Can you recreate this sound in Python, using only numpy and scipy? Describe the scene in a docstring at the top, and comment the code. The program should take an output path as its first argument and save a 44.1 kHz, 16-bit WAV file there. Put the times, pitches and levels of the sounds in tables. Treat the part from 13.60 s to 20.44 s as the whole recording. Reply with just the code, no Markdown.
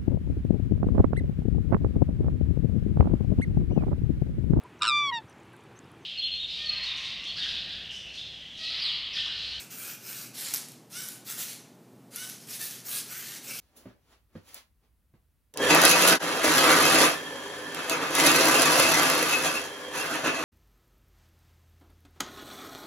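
"""A drill press cuts a steel tube with a hole saw, heard close up in a quiet garage.
Footfalls, a rustling jacket and a click come first, then the motor spins up with metallic clicks.
The saw bites in bursts: teeth tear off chips, the cup squeals and the table drones under the load.
Between bursts only the motor, belt and bearings whirr. The machine is spread in stereo,
with a short echo off the walls."""
import sys
import numpy as np
from scipy import signal
from scipy.fft import rfft, irfft
from scipy.io import wavfile
from scipy.ndimage import uniform_filter1d

SR = 44100
rng = np.random.default_rng(int(sys.argv[2]) if len(sys.argv) > 2 else 0)


def materialize(psi):
    """Save the field psi as 16-bit PCM at rate SR to the path in sys.argv[1].

    A 1-D psi becomes a single channel; in a 2-D psi each row is a channel.
    """
    bounded = np.clip(np.atleast_2d(psi).T, -1, 1)
    quanta = np.round(bounded * 32767).astype(np.int16)
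    wavfile.write(sys.argv[1], SR, quanta)


N = 301644

# broad colour of tube, vice and table together: freq_hz, level_db
STEEL_COLOUR = [(30, -75), (80, -13.5), (205, -10.5), (260, -2), (1300, -4), (2800, -7.5), (6500, -10.5),
                (9400, -11), (12000, -12.5), (16000, -27)]
# rings of tube and vice: pitch_hz, width_hz, boost_db
STEEL_MODES = [(266, 18, 5.5), (316, 37, 9), (516, 58, 8.5), (655.5, 15, 10), (770, 8.4, 10),
               (964, 63, 3.5), (1220, 140, 6.5), (1500, 39, 1), (1620, 320, 3.5), (2050, 65, 3.5),
               (2620, 120, 2)]
SWITCH_ON_S, SPIN_UP_S = 1.9254, 0.11
SURGE_DB, SETTLE_S = 14.5, 0.43  # the motor's extra level at start-up, and its decay
TIME_S = np.arange(N) / SR


def amp(db):
    return 10 ** (np.asarray(db) / 20)


def unit_rms(x):
    return x / np.sqrt(np.mean(x ** 2) + 1e-20)


def curve_at(points, hz):
    """Interpolate (freq_hz, value) points over log frequency."""
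    freq_hz, value = np.transpose(points)
    return np.interp(np.log(hz + 1), np.log(freq_hz + 1), value)


def body(x, colour, modes=()):
    """Causal filter: a broad colour with resonant peaks on it."""
    hz = np.abs(np.fft.fftfreq(16384, 1 / SR))
    peaks = 1 + sum(amp(db) ** 2 / (1 + (2 * (hz - f) / width) ** 2) for f, width, db in modes)
    log_gain = np.log(amp(np.maximum(curve_at(colour, hz), -100))) + np.log(peaks) / 2
    taps = np.fft.ifft(np.exp(np.conj(signal.hilbert(log_gain)))).real[:8192]  # minimum phase
    return signal.oaconvolve(x, taps / np.linalg.norm(taps))[:N]


def resonance(x, hz, width):
    """One steep resonance: two peaks in series."""
    flat = [(20, 0), (SR, 0)]
    narrow = body(x, flat, [(hz, width, 60)])
    return body(narrow, flat, [(hz, 3 * width, 60)]) * np.sqrt(5 * width / SR)


def band(x, lo_hz, hi_hz):
    edges_hz = [lo_hz, min(hi_hz, SR / 2 - 100)]
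    return signal.sosfilt(signal.butter(2, edges_hz, "bandpass", fs=SR, output="sos"), x)


def wander(lo_hz, hi_hz):
    """Slow random motion of rms 1."""
    return unit_rms(band(rng.standard_normal(N), lo_hz, hi_hz))


def grit(per_s, spread_db):
    """Random ticks of uneven size."""
    size = amp(spread_db * np.minimum(rng.exponential(1, N), 5)) * rng.choice([-1., 1.], N)
    return unit_rms(size * (rng.random(N) < per_s / SR))


def room_tone():
    """Low rumble and faint hiss, mostly common to both channels."""
    # still garage air: freq_hz, level_db
    air = [(20, -33), (55, -1.5), (81, -9), (513, -33.5), (7000, -45), (11300, -38.5), (16000, -40)]
    shared, left, right = (body(rng.standard_normal(N), air) for _ in range(3))
    return amp(-69.5) * unit_rms(shared + .5 * np.array([left, right]))


def rustle_and_click():
    """Swells of cloth rustle and one sharp, bright click, all shaped from finely crackling hiss."""
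    # jacket and glove rustle, and the click: peak_s, level_db, rise_s, fall_s, tilt_db_per_octave
    swells = [(.02, -69.5, 0.12, 0.23, -1.5), (.19, -59.5, 0.11, 0.13, -6), (.168, -48.5, 0.012, 0.093, 3),
              (.29, -55.5, 0.1, 0.078, -6.5), (.53, -59, 0.11, 0.077, -3.5), (.77, -56.5, 0.064, 0.085, -5),
              (.89, -52, 0.055, 0.075, -1), (0.9442, -28.5, 0.0011, 0.0062, 7),
              (.968, -45, 0.061, 0.064, -0.5), (1.24, -67.5, 0.044, 0.065, -5.5),
              (1.55, -67, .015, 0.073, -6.5)]
    t, out = TIME_S, np.zeros(N)
    hiss = rng.standard_normal(N) + 0.29 * grit(per_s=450, spread_db=-2.0)
    for peak_s, db, rise, fall, tilt in swells:
        swell_db = db - 20 * np.where(t < peak_s, (peak_s - t) / rise, (t - peak_s) / fall)
        out += amp(swell_db) * body(hiss, [(60, -30), (250, -2 * tilt), (16000, 4 * tilt)])
    return out


def footfalls():
    """A sole meets the floor with a dull knock and a short scuff."""
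    # steps: start_s, level_db, pitch_ratio
    steps = [(.256, -35, 1.13), (.753, -32.5, .95), (1.538, -49.5, .6)]
    # modes of sole and floor: pitch_hz, level_db, t60_s
    slab = [(103, -4, 0.22), (173, 1, 0.14), (229, 5, 0.084), (338, -5, 0.13), (527, 5.5, 0.03)]
    t, out = np.arange(9000) / SR, np.zeros(N)
    for start_s, step_db, pitch in steps:
        knock = sum(amp(db - 60 * t / t60) * np.sin(2 * np.pi * hz * pitch * t) for hz, db, t60 in slab)
        knock *= np.minimum(t / 0.0044, 1)  # the sole rolls on
        scuff = 0.53 * band(rng.standard_normal(len(t)), 200, 1800) * amp(-60 * t / 0.071)
        out[round(start_s * SR):][:len(t)] += amp(step_db) * (knock / abs(knock).max() + scuff)
    return out


def motor_gain():
    """The motor spins up loudly, settles, then slowly gets quieter."""
    run_db, fade_db_per_s = -36.5, 0.48
    age = np.maximum(TIME_S - SWITCH_ON_S, 0)
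    surge_db = SURGE_DB * np.exp(-np.maximum(age - SPIN_UP_S, 0) / SETTLE_S)
    return np.minimum(age / SPIN_UP_S, 1) ** 2.12 * amp(run_db + surge_db - fade_db_per_s * age)


def motor_whirr():
    """Bearing and belt rattle excites the casting: a growl that gains treble as it spins up."""
    # broad colour of the whirr: freq_hz, level_db
    colour = [(30, -63), (80, -30), (230, -15.5), (450, -13), (900, -12.5), (3250, -18.5), (4000, -22),
              (8000, -21.5), (12000, -27), (16000, -36)]
    # rings of head casting and belt cover: pitch_hz, width_hz, boost_db
    head_modes = [(158, 12, 14), (259, 14, 12), (410, 30, 11), (500, 30, 12), (555, 16, 11), (990, 120, 4),
                  (1660, 40, 11), (1767, 30, 14), (3238, 60, 13)]
    rattle = 0.72 * rng.standard_normal(N) + 0.36 * grit(per_s=1700, spread_db=0.5)
    casting = unit_rms(body(rattle * amp(wander(24, 68)), colour, head_modes))
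    growl = signal.filtfilt(*signal.butter(2, 1100, fs=SR), casting)
    speed = np.clip((TIME_S - SWITCH_ON_S) / SPIN_UP_S, 0, 1)
    return motor_gain() * (growl * (2 - speed) + (casting - growl) * speed)


def hum_and_whine():
    """The windings hum; the bearings whine, fluttering, and fall quiet under load."""
    # magnetic hum, relative to the whirr: mains_multiple, level_db
    hum = [(2, -26), (6, -12), (8, -13), (10, -13)]
    # bearing whine, relative to the whirr: pitch_hz, level_db, change_db_per_s
    whine = [(1766, -10, -3), (3232, -9, -3.2)]
    mains_hz, load_threshold_db = 50, -36
    age = TIME_S - SWITCH_ON_S
    load_db = np.maximum(bites()[0] - load_threshold_db, 0)
    duck_db = load_db + SURGE_DB * np.exp(-np.maximum(age, 0) / SETTLE_S)
    tones = [(k * mains_hz, db + 1.7 * wander(0.66, 6.1)) for k, db in hum]
    tones += [(hz, db + slope * age - duck_db + 3 * wander(3, 30)) for hz, db, slope in whine]
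    wavering_s = np.cumsum(1 + .003 * wander(2, 20)) / SR
    sines = sum(amp(db) * np.sin(2 * np.pi * (hz * wavering_s + rng.random())) for hz, db in tones)
    return motor_gain() * np.sqrt(2) * sines


def metal_clicks():
    """Sharp, bright clicks as the motor starts and during the cut: brief bursts ring the steel."""
    # metallic clicks: start_s, level_db
    clicks = [(1.939, -40.5), (1.9734, -25.5), (2.149, -14.5), (2.217, -14), (2.2516, -6.5), (2.294, -13),
              (2.3132, -13.5), (2.423, -16), (2.4766, -16), (2.832, -35), (3.116, -16), (4.855, -18),
              (2.9813, -15), (4.1468, -30.5), (4.297, -22), (4.5523, -17.5), (4.5998, -13.5), (5.02, -12),
              (5.1865, -21), (5.5, -17.5)]
    t, kicks = np.arange(1500) / SR, np.zeros(N + 1500)
    for start_s, db in clicks:
        burst = rng.standard_normal(len(t)) * amp(-60 * t / .013)
        kicks[round(start_s * SR):][:len(t)] += amp(db) * burst
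    steel = body(kicks[:N], STEEL_COLOUR, STEEL_MODES)
    return amp(9.5) * (band(steel, 3100, 25000) + band(steel, 10500, 25000) + 0.17 * steel)


def bites():
    """Level and treble of the cut in dB, digs included: quick touch, late drift, steady release."""
    # pushes on the feed lever: touch_s, rise_s, ease_s, first_db, last_db, treble_db
    pushes = [(2.069, 0.034, 2.528, -22, -19.5, 2), (2.56, 0.048, 2.816, -30, -29.5, -0.5),
              (2.82, 0.028, 3.45, -21.5, -19, 3), (4.102, 0.077, 4.27, -36.5, -37.5, -1.5),
              (4.278, 0.029, 4.514, -32.5, -31.5, -5), (4.5, 0.11, 6.05, -21.5, -39.5, 3.5),
              (6.317, 0.037, 6.599, -33.5, -36, 1), (6.628, 0.016, 6.9, -32.5, -26.5, -4.5)]
    touch_db, release_db_per_s = -22, 175
    power = treble = 1e-9
    for touch_s, rise_s, ease_s, first_db, last_db, treble_db in pushes:
        age = np.maximum(TIME_S - touch_s, 0)
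        db = first_db + (last_db - first_db) * np.minimum(age / (ease_s - touch_s), 1) ** 3.86
        db += touch_db * np.maximum(1 - age / rise_s, 0) ** 2
        db -= release_db_per_s * np.maximum(TIME_S - ease_s, 0)
        bite_power = amp(db) ** 2 * (TIME_S > touch_s)
        power += bite_power
        treble += bite_power * amp(treble_db - 1.5 * np.exp(-age / 0.22)) ** 2  # dull at first
    dig_db, _, dig_treble_db = digs()
    return 10 * np.log10(power) + dig_db, 10 * np.log10(treble / power) + dig_treble_db


def patchy(x, depth_db):
    """The rings of the steel swell and fade in patches about 300 Hz wide and 50 ms long."""
    spectrum = signal.stft(x, nperseg=1024)[2]
    patches = uniform_filter1d(rng.standard_normal(spectrum.shape), size=7, axis=0)
    patches = unit_rms(uniform_filter1d(patches, size=4, axis=1))
    return signal.istft(spectrum * amp(depth_db * patches), nperseg=1024)[1][:N]


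def hole_saw():
    """Chips tear off as ticks over a scrape, pulsing with the passing teeth; the cup chatters."""
    turns_per_s, teeth = 6.15, 14
    level_db, treble_db = bites()
    turns = np.cumsum(turns_per_s * (1 + 0.03 * wander(0.5, 4))) / SR
    tooth_ramp = 1 - 2 * (teeth * turns % 1)
    chatter_db = 1.1 * wander(10, 100)
    tear = 0.87 * rng.standard_normal(N) + 0.57 * grit(per_s=4500, spread_db=4)
    steel = body(tear * amp(chatter_db + 1.4 * tooth_ramp), STEEL_COLOUR, STEEL_MODES)
    steel = unit_rms(patchy(steel, depth_db=1.2))
    low = signal.filtfilt(*signal.butter(1, 4300, fs=SR), steel)
    high = (steel - low) * amp(treble_db + chatter_db + 0.5 * tooth_ramp)
    return amp(level_db + 1.82) * (low + high)


def cup_squeal():
    """The thin saw cup rings while the teeth rub, more as it sinks in."""
    # rings of the cup: pitch_hz, width_hz, level_db
    cup_modes = [(2581, 48, 0), (2680, 60, -2.5), (6430, 45, -8), (6525, 45, -7)]
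    growth_db_per_s = 1.2
    rub_db = bites()[0] + digs()[1] + growth_db_per_s * TIME_S
    rub = grit(per_s=4000, spread_db=3.5) * amp(rub_db + 1.5 * wander(8, 64))
    return amp(-14.5) * sum(amp(db) * resonance(rub, hz, width) for hz, width, db in cup_modes)


def table_drone():
    """The load shakes the table on its column: an unsteady tone, higher when clamped hard."""
    # course of the drone, relative to the cut: time_s, pitch_hz, level_db
    course = [(2.05, 158.6, -18), (2.3, 177.5, -16.5), (2.53, 180.8, -14.5), (2.8, 162, -21),
              (4.7, 158.7, -20)]
    time_s, hz, db = np.transpose(course)
    cycles = np.cumsum(np.interp(TIME_S, time_s, hz) * (1 + 0.029 * wander(3.4, 17))) / SR
    level_db = bites()[0] + np.interp(TIME_S, time_s, db) + 3.8 * wander(0.83, 18)
    return amp(level_db) * np.sqrt(2) * np.sin(2 * np.pi * cycles)


def digs():
    """The cup digs in for a moment: bell-shaped changes of level, squeal and treble in dB."""
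    # changes at each dig: centre_s, level_db, squeal_db, treble_db
    moments = [(2.115, 4.5, 10, -3.5), (2.16, 4, -1, -5), (2.26, 4.5, 3, 1.5), (2.31, -2, 14.5, 9),
               (2.42, -2, 11, 5), (2.495, -1, 7, 7.5), (3.05, 3.5, -12, -2.5), (3.11, 4.5, -13, -3.5),
               (4.317, 5, 5.5, 7.5), (4.44, 4.5, -3, -3), (4.67, 2, 7, 3), (5.2, 1, 5, 2.5),
               (5.728, 2, 8, 1.5), (5.87, 6.5, 8.5, 0.5), (5.959, 4, 8, 0.5), (6.388, 0.5, 8.5, 5),
               (6.55, 7, -8, -6.5), (6.667, 9, -1.5, -2.5)]
    centre_s, *changes = np.transpose(moments)
    t, half_width_s = TIME_S[::64], 0.021
    bells = np.exp(-((t[:, None] - centre_s) / half_width_s) ** 2 / 2)
    return [np.interp(TIME_S, t, bells @ db) for db in changes]


def stereo_spread(x):
    """A left-right phase offset, slight in the lows, swinging widely across the treble."""
    # left-right phase offset: freq_hz, phase_rad
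    offset = [(0, 0), (1720, 0.47), (4570, 1.5), (5430, 5), (6700, 8), (7900, 3), (9100, 2.5),
              (10400, -0.64), (11600, 1.5), (12700, -4), (14200, -2), (15300, -5)]
    # left channel over right: freq_hz, level_db
    tilt = [(60, -0.5), (240, -2.5), (950, 1.5), (3770, -3), (15000, 1)]
    hz = np.fft.rfftfreq(N, 1 / SR)
    left = amp(curve_at(tilt, hz) / 2) * np.exp(.5j * np.interp(hz, *np.transpose(offset)))
    return irfft(rfft(x) * np.array([left, 1 / left]), N)


def garage_walls(x):
    """Sparse echoes on each side; three tails take turns as the worker shifts before the machine."""
    # decay of the garage: freq_hz, t60_s
    decay = [(100, 0.41), (1000, 0.24), (8000, 0.046)]
    # wall sound relative to direct: freq_hz, level_db
    colour = [(60, -43), (250, -11), (700, -3.5), (5000, 2), (7800, -10.5), (12000, -20)]
    taps = np.zeros((6, SR // 2))
    arrivals = np.arange(200, SR // 2 - 20, 8) + rng.integers(0, 8, (6, (SR // 2 - 213) // 8))
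    np.put_along_axis(taps, arrivals, rng.choice([-1., 1.], arrivals.shape), 1)
    hz, t, bands = signal.stft(taps, SR, nperseg=256)
    bands *= amp(-60 * t / curve_at(decay, hz)[:, None])
    bands /= np.sqrt((abs(bands) ** 2).sum(2, keepdims=True))  # equal energy in every band
    tails = signal.istft(bands * amp(curve_at(colour, hz))[:, None], SR, nperseg=256)[1]
    tails /= np.linalg.norm(signal.istft(bands, SR, nperseg=256)[1][0])
    shares = np.sqrt(2 / 3) * np.cos(2 * np.pi * (4 * TIME_S + np.arange(3)[:, None] / 3))
    return sum(signal.fftconvolve((x * share)[None], pair, axes=1)[:, :N]
               for share, pair in zip(shares, np.split(tails, 3)))


def scene():
    """Machine and worker near the microphone, with the walls and room tone behind them."""
    cutting = hole_saw() + cup_squeal() + table_drone()
    near = cutting + metal_clicks() + motor_whirr() + rustle_and_click() + footfalls()
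    return amp(-2.5) * (stereo_spread(near + hum_and_whine()) + garage_walls(near)) + room_tone()


def record(dry):
    """The level dips briefly, the peaks overload softly and the top of the treble is cut."""
    dip_s, fall_s, rise_s, cutoff_hz = 2.591, 0.053, 0.055, 16100
    gain = np.interp(TIME_S, [dip_s - fall_s, dip_s, dip_s + rise_s], [1, .02, 1])
    soft = .9 * np.tanh(dry * gain / .9)
    lowpass = signal.firwin(511, cutoff_hz, window=("kaiser", 9), fs=SR)
    return signal.oaconvolve(soft, lowpass[None], "same")


dry = scene()
out = record(dry)
materialize(out)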